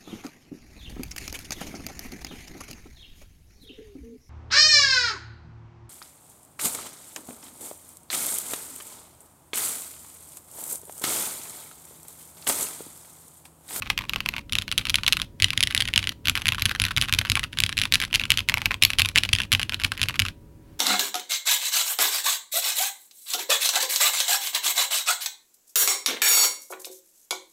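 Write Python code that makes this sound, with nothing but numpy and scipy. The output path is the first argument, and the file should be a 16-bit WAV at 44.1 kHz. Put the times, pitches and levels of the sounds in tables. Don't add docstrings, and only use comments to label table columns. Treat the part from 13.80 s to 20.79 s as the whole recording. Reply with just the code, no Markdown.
import sys
import numpy as np
from scipy import signal
from scipy.fft import rfft, irfft
from scipy.io import wavfile
from scipy.ndimage import uniform_filter1d

SR = 44100
rng = np.random.default_rng(int(sys.argv[2]) if len(sys.argv) > 2 else 0)


def unload_audio(sound):
    columns = np.transpose(np.atleast_2d(sound))
    steps = np.round(np.clip(columns, -1, 1) * 32767)
    wavfile.write(sys.argv[1], SR, steps.astype(np.int16))


N = 308259
TIME_S = np.arange(N) / SR

# (frequency [Hz], relative density [dB per Hz])
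AIR = [(10, -25.5), (30, -2.5), (70, -1.5), (105, -10.5), (290, -10.5), (650, -28.5), (1500, -35),
       (4000, -43)]
# (frequency [Hz], rms level [dB])
HUM = [(96.9, -57), (113.8, -57), (150.9, -61), (263.8, -68), (318.6, -62), (425.8, -72), (560.4, -68),
       (963, -72)]
# (frequency [Hz], relative density [dB per Hz])
RUB = [(500, -9), (1200, -3), (2900, 0), (4500, -5), (8000, -17), (11000, -14), (13000, -23)]
# (frequency [Hz], relative density [dB per Hz])
ROCK = [(15, -14.5), (36, 2.5), (230, -7.5), (900, -46.5)]
# (from time [s], plate [Hz], cap [Hz], cap wall [Hz], stem [Hz],
# plate [dB re cap], cap wall [dB re cap], stem [dB re cap])
KEYS = [(0.0, 1115, 2570, 3300, 12700, -5, -10.5, -10), (0.68, 1360, 2860, 3545, 11100, -10.5, -5, -7),
        (1.55, 1970, 2950, 3620, 10600, -4.5, -6.5, -7.5), (2.4, 1530, 2550, 3120, 11230, -0.5, 3.5, -0.5),
        (3.7, 1720, 3700, 2890, 10760, -3.5, 3.5, -2), (4.3, 1330, 2720, 3570, 11100, -14.5, -10, -11),
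        (4.65, 950, 2370, 2910, 12200, -6.5, -27, -12.5), (4.99, 1200, 2650, 3740, 10950, -9, -8, -6.5),
        (5.33, 1620, 2700, 2790, 10540, -10, 7.5, -1.5), (5.68, 1470, 2570, 2830, 11200, 6, 12, 5.5)]
# plate, cap, cap wall, stem [Hz]
WIDTHS_HZ = [425, 600, 1100, 800]
# (frequency [Hz], level [dB])
BLOW = [(100, -23), (700, 0), (2000, 5), (4500, 3.5), (7000, 0.5), (11000, -3), (12700, -7), (15000, -7)]
# (time [s], level over 3 ms [dB], hollowness: extra plate sound, capped at 10 in the colour [dB])
RELEASES = [(0.022, -24, 6.5), (0.1779, -18, -4), (0.3603, -19.0, 0.5), (0.5386, -25, 10),
            (0.5654, -24, -4), (0.582, -25.5, -0.5), (0.7328, -19.5, -10.5), (0.8214, -26, 5),
            (0.9156, -20, -2), (1.0539, -22, -0.5), (1.0694, -23.5, 2), (1.097, -16.5, -1),
            (1.2345, -22, 1), (1.2791, -13, 0), (1.3695, -19, 4.5), (1.3993, -24.5, 6), (1.6315, -18.5, -2),
            (1.7327, -24.5, 17.5), (1.8284, -13, 1), (1.9087, -23.5, 6), (2.0048, -16.5, -1),
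            (2.0542, -26, 1), (2.0858, -24, 9.5), (2.1919, -21.5, -1), (2.2283, -25.5, 6),
            (2.2412, -24.5, 2), (2.5539, -18, 12), (2.5757, -19.5, 6), (2.6193, -25.5, 4), (2.7218, -17, 5),
            (2.7827, -24.5, 12), (2.8944, -21.5, 1), (2.9136, -20.5, 16), (2.9504, -23.5, 7.5),
            (3.0395, -17, 1), (3.052, -17, 2), (3.1092, -26.5, 16), (3.118, -32, -9), (3.2229, -16.5, 5.5),
            (3.2362, -26, 10), (3.2855, -25, 5), (3.2945, -23.5, 6), (3.451, -23.5, 7), (3.5683, -24, 26),
            (3.5945, -20.5, 0.5), (3.6319, -27.5, 14), (3.639, -20, -5), (3.9269, -24.0, 1),
            (3.998, -23.5, -4), (4.0364, -19, -2), (4.0543, -19.5, 4.5), (4.216, -20, 2),
            (4.2243, -21.5, 9), (4.2377, -20.5, 5), (4.3293, -19.5, 6), (4.3418, -16, 1),
            (4.4372, -20.5, 5.5), (4.585, -20.5, 10), (4.6049, -23.5, -6), (4.773, -19.5, 4.5),
            (4.8178, -22.5, 1.5), (4.9092, -19.5, 9.5), (5.1034, -17.5, 7.5), (5.1342, -21, -3),
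            (5.1908, -19, -3.5), (5.2489, -18.5, 2.5), (5.364, -18, 14), (5.37, -19, 11.5),
            (5.5861, -20, 0), (5.6022, -17.5, 15), (5.7191, -14, 4), (5.7347, -14.5, -7),
            (5.796, -19.5, 8.5), (5.9226, -23.5, 15), (5.9994, -28.5, 4), (6.1191, -18.5, 12),
            (6.2966, -24, 11), (6.4846, -25, 0)]
# (time [s], level over 3 ms [dB])
TOUCHES = [(0.067, -34.5), (0.209, -32.5), (0.239, -35), (0.697, -45.5), (0.88, -27), (1.012, -33),
           (1.185, -24.5), (1.684, -29.5), (1.925, -29.5), (1.965, -24.5), (2.747, -24), (2.796, -27),
           (3.065, -24), (3.084, -27), (3.249, -29), (3.414, -21.5), (3.471, -29.5), (3.73, -32.5),
           (3.773, -28), (3.822, -28), (3.893, -22), (4.302, -51), (4.415, -23), (4.454, -24.5),
           (4.72, -28), (5.451, -22.5), (5.816, -24), (6.017, -27.5), (6.177, -29), (6.195, -29),
           (6.343, -31), (6.357, -29.5), (6.452, -23.5)]
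# (time [s], level over 3 ms [dB])
PRESSES = [(0.1015, -15), (0.1039, -17.5), (0.1898, -21.5), (0.2953, -19.5), (0.3351, -20), (0.405, -21),
           (0.4608, -18.0), (0.4888, -17), (0.724, -20.5), (0.7537, -15.5), (0.7861, -15.0),
           (0.9246, -20.5), (0.979, -13), (0.9836, -15.5), (1.0871, -31), (1.102, -19), (1.1432, -12.5),
           (1.1565, -12), (1.2652, -15.0), (1.2823, -14.5), (1.3248, -10.5), (1.3311, -13), (1.4176, -18.5),
           (1.6009, -24.5), (1.6228, -9.5), (1.6437, -6.5), (1.705, -17.5), (1.7766, -13.5), (1.8064, -15),
           (1.8354, -12), (1.8379, -19.5), (1.8728, -17.5), (1.9487, -13.0), (1.9772, -14.5), (2.0087, -16),
           (2.0223, -17.0), (2.0773, -22.5), (2.1378, -16), (2.1605, -12), (2.1776, -8.5), (2.2726, -17.5),
           (2.2926, -19.5), (2.4562, -21.0), (2.4722, -17.5), (2.4838, -13.5), (2.4969, -12.5),
           (2.6568, -18), (2.6696, -17.5), (2.6829, -15), (2.6885, -12), (2.8218, -15.0), (2.8558, -13),
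           (2.8604, -15.5), (2.9993, -14.5), (3.0185, -15.0), (3.1651, -17.5), (3.1739, -15),
           (3.1805, -16.5), (3.2141, -14.5), (3.3259, -14.5), (3.3378, -13), (3.3483, -21), (3.3877, -15),
           (3.3897, -14.5), (3.4992, -14), (3.5186, -14), (3.5546, -14.5), (3.7874, -16.5), (3.8032, -13.5),
           (3.8373, -10.5), (3.8637, -20), (3.9705, -22.5), (3.9785, -15.5), (3.9888, -17), (4.016, -15.5),
           (4.0203, -21), (4.1235, -12.5), (4.1389, -11.5), (4.1441, -13.0), (4.149, -22.5), (4.1556, -12),
           (4.2018, -20.5), (4.2506, -25.5), (4.3475, -16), (4.3504, -14), (4.3571, -13.5), (4.397, -17.5),
           (4.5044, -7.5), (4.5115, -21), (4.5188, -9.5), (4.5403, -25.5), (4.5742, -16.0), (4.5918, -18.0),
           (4.688, -13.5), (4.6967, -13.5), (4.7413, -13), (4.7812, -23.0), (4.8577, -12), (4.8621, -20),
           (4.9168, -20.5), (4.9426, -21.5), (5.0226, -13), (5.0251, -5), (5.0359, -6.5), (5.0502, -5),
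           (5.1864, -13.5), (5.1952, -12), (5.1988, -13.5), (5.2052, -17.5), (5.2191, -11.0),
           (5.2585, -17.5), (5.2883, -21.5), (5.3589, -8.5), (5.3748, -17.5), (5.3777, -10.0),
           (5.3841, -8.5), (5.4354, -15.5), (5.4907, -21), (5.5308, -13), (5.5338, -10), (5.5514, -17.5),
           (5.5621, -23.5), (5.6181, -22.5), (5.6346, -26.5), (5.7248, -25), (5.7283, -10.5),
           (5.7372, -19.0), (5.7498, -12.0), (5.8304, -18.5), (5.8951, -20.5), (5.9442, -19),
           (6.037, -19.0), (6.0455, -19), (6.0482, -13), (6.2163, -15.5), (6.2307, -16), (6.2368, -17),
           (6.2861, -18.5), (6.3938, -11.5), (6.3994, -13.0), (6.4203, -17.5), (6.4643, -25)]
# (frequency [Hz], t60 [s])
CASE = [(800, 0.023), (2800, 0.0067), (6000, 0.0099), (12000, 0.0084)]
# (frequency [Hz], t60 [s])
ROOM = [(300, 0.2), (2500, 0.2), (12000, 0.2)]
# (frequency [Hz], relative level [dB], t60 [s])
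DESK = [(75.5, -7, 0.11), (95.1, -3, 0.18), (110.3, -1, 0.09), (159, -17, 0.056), (220, -16.5, .08),
        (247.5, -13, 0.11)]
# (time [s], desk thump re an average press clack [dB])
WEIGHT = [(0.1, -17), (0.9, -18.5), (1.35, -28), (1.65, -16.5), (2.2, -16), (2.55, -12.5), (3.45, -11),
          (3.85, -16), (4.4, -15.5), (5.0, -19.5), (5.5, -13), (6.1, -15.5), (6.45, -11.5)]
# (time [s], share of full rustle [0-1])
LIFT = [(6.78, 0), (6.89, 1), (6.99, .9)]
# (frequency [Hz], relative density [dB per Hz])
RUSTLE = [(100, 2), (700, -4), (1700, -2), (8000, -17)]

AIR_DB, LIFT_DB = -50, -65
AVERAGE_DB = -17
PRESS_HOLLOW_DB, TOUCH_HOLLOW_DB, HOLLOW_SPREAD_DB = -5, 2.0, 0.5
HOLLOW_PER_DB = -0.17
EDGE_HZ = 16500


def gain_of(db):
    return 10 ** (np.asarray(db) / 20)


def evened(x):
    return x / np.sqrt(np.mean(x ** 2) + 1e-20)


def read(points, hz):
    f, value = np.transpose(points)
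    return np.interp(np.log(hz + 1), np.log(f + 1), value)


def add(mix, start_s, sound):
    part = mix[max(round(start_s * SR), 0):][:len(sound)]
    part += sound[:len(part)]


def noise(colour):
    spectrum = rfft(rng.standard_normal(N))
    spectrum *= gain_of(read(colour, np.fft.rfftfreq(N, 1 / SR)))
    return evened(irfft(spectrum, N))


def background():
    out = gain_of(AIR_DB) * noise(AIR)
    for hz, db in HUM:
        out += gain_of(db) * np.sqrt(2) * np.sin(2 * np.pi * (hz * TIME_S + rng.random()))
    return out


def rub(strokes, level_db=-46, rumble_db=-42, reach_s=0.029, grain_db=5.5):
    busy = np.zeros(N)
    window = np.hanning(int(2 * reach_s * SR))
    for s, db, _ in strokes:
        add(busy, s - reach_s / 2, gain_of(db) * window)
    pressure = np.sqrt(busy)
    slips = uniform_filter1d(rng.standard_normal(N), size=300)
    slips = evened(uniform_filter1d(slips, size=120))
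    sliding = evened(pressure * gain_of(grain_db * slips) * noise(RUB))
    rocking = evened(np.sqrt(pressure) * noise(ROCK))
    return gain_of(level_db) * sliding + gain_of(rumble_db) * rocking


def blows(rows, hollow_db):
    s, level_db = np.transpose(rows)
    hollow = hollow_db + HOLLOW_PER_DB * (level_db - AVERAGE_DB)
    hollow = hollow + HOLLOW_SPREAD_DB * rng.standard_normal(len(s))
    return np.column_stack([s, level_db, hollow])


def struck(db):
    cepstrum = irfft(db * np.log(10) / 20)
    half = cepstrum.shape[1] // 2
    cepstrum[:, 1:half] *= 2
    cepstrum[:, half + 1:] = 0
    ring = irfft(np.exp(rfft(cepstrum)))[:, :half]
    return ring / np.linalg.norm(ring, axis=1, keepdims=True)


def chatter(rings, hollow_db, bounce_db=-9, looseness=0.62, span_s=.0018, count=3):
    when, size = np.moveaxis(rng.random((len(rings), 2, count)), 1, 0)
    height = np.minimum(gain_of(bounce_db + looseness * hollow_db), .5)[:, None] * (size + .5)
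    out = rings.copy()
    for k in range(count):
        late = np.round(span_s * SR * (k + .5 + when[:, k]) / count).astype(int)
        at = np.arange(rings.shape[1]) - late[:, None]
        delayed = np.take_along_axis(rings, np.maximum(at, 0), axis=1) * (at >= 0)
        out += height[:, [k]] / (k + 1) * delayed
    return out / np.linalg.norm(out, axis=1, keepdims=True)


def clacks(rows, detune=0.049, treble_spread_db=4.5, hardness=0.35, hollow_hz=1900, hard_hz=3300,
           soft_damping=0.0084, size=2048):
    s, level_db, hollow_db = np.transpose(rows)
    keys = np.array(KEYS)
    key = keys[np.maximum(np.searchsorted(keys[:, 0], s) - 1, 0)]
    hz = np.fft.rfftfreq(size, 1 / SR) + 1
    chance = rng.standard_normal((len(s), len(hz)))
    force_db = (level_db - AVERAGE_DB)[:, None]
    mode_db = np.insert(key[:, 5:], 1, 0, axis=1)
    power = 0
    for k, width_hz in enumerate(WIDTHS_HZ):
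        centre_hz = key[:, [k + 1]] * (1 + detune * chance[:, [k]])
        damping_hz = width_hz * np.exp(soft_damping * force_db)
        offset = (hz ** 2 - centre_hz ** 2) / (hz * damping_hz)
        power = power + gain_of(mode_db[:, [k]]) ** 2 / (1 + offset ** 2)
    db = 10 * np.log10(power) + read(BLOW, hz)
    db += np.minimum(hollow_db, 10)[:, None] / (1 + (hz / hollow_hz) ** 6)
    treble_db = hardness * force_db + treble_spread_db * chance[:, [-1]]
    db += treble_db * (1 - 1 / (1 + (hz / hard_hz) ** 2) ** 2)
    ripple_db = np.interp(hz, [3000, 8000], [2.3, 3.6])
    ripple = uniform_filter1d(chance, size=18, axis=1)
    db += ripple_db * evened(uniform_filter1d(ripple, size=12, axis=1))
    rings = chatter(struck(db), hollow_db) * np.sqrt(.003 * SR)
    out = np.zeros(N)
    for start_s, gain, ring in zip(s, gain_of(level_db), rings):
        add(out, start_s, gain * ring)
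    return out


def rattles(strokes, count=3, level_db=-38, spread_db=4.5, follow=0.29, looseness=0.65,
            lag_s=.0035, scatter_s=0.005):
    s, clack_db, hollow_db = np.repeat(strokes, count, axis=0).T
    when, size = rng.standard_normal((len(s), 2)).T
    db = level_db + follow * (clack_db - clack_db.mean()) + looseness * hollow_db
    db = db + spread_db * np.minimum(size, 1)
    tick_s = s + lag_s + scatter_s * np.clip(when, -2, 2)
    return clacks(np.column_stack([tick_s, db, hollow_db / 2]))


def diffuse(x, decays, delay_s, count=3):
    out = np.zeros(N)
    for k in range(count):
        hz, t, z = signal.stft(rng.standard_normal(SR // 3), SR, nperseg=128)
        decay = gain_of(-60 * t / read(decays, hz)[:, None])
        tail = signal.istft(z * decay, SR)[1]
        tail *= 1 - np.exp(-(np.arange(len(tail)) / SR / delay_s) ** 2)
        share = np.cos(np.pi * (2 * np.pi * TIME_S + k / count)) * np.sqrt(2 / count)
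        out += signal.oaconvolve(x * share, tail / np.linalg.norm(tail))[:N]
    return out


def desk(presses, releases, follow=0.78, release_db=-3.0, spread_db=8.0, rise_s=0.0053):
    t = np.arange(SR // 3) / SR
    hz, db, t60_s = np.transpose(DESK)[:, :, None]
    modes = gain_of(db - 60 * t / t60_s) * np.sin(2 * np.pi * hz * t)
    modes *= 1 - np.exp(-t / rise_s)
    out = np.zeros(N)
    for rows, kind_db in ((presses, 0), (releases, release_db)):
        s, clack_db, _ = rows.T
        push_db = AVERAGE_DB + follow * (clack_db - AVERAGE_DB) + kind_db
        push_db = push_db + np.interp(s, *np.transpose(WEIGHT))
        chance = rng.standard_normal((len(s), len(DESK)))
        for start_s, level_db, shares in zip(s, push_db, chance):
            mode_gains = gain_of(level_db + spread_db * np.clip(shares, -1, 1))
            add(out, start_s, mode_gains @ modes)
    return out


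def hands_lift():
    return gain_of(LIFT_DB) * np.interp(TIME_S, *np.transpose(LIFT)) * noise(RUSTLE)


def scene(keys_db=0.0, case_db=-12, room_db=-22):
    presses = blows(PRESSES, PRESS_HOLLOW_DB)
    releases = np.array(RELEASES)
    touches = blows(TOUCHES, TOUCH_HOLLOW_DB)
    strokes = np.vstack([presses, releases, touches])
    keys = gain_of(keys_db) * clacks(strokes) + rattles(strokes)
    keys = keys + gain_of(case_db) * diffuse(keys, CASE, delay_s=0.0039)
    room = gain_of(room_db) * diffuse(keys, ROOM, delay_s=.006)
    hands = rub(strokes) + hands_lift()
    return (keys + room + desk(presses, releases) + hands + background())[None]


def record(dry):
    clipped = np.clip(dry, -.88, .88)
    lowpass = signal.firwin(255, EDGE_HZ, window=("kaiser", 9), fs=SR)
    return signal.oaconvolve(clipped, lowpass[None], "same")


dry = scene()
out = record(dry)
unload_audio(out)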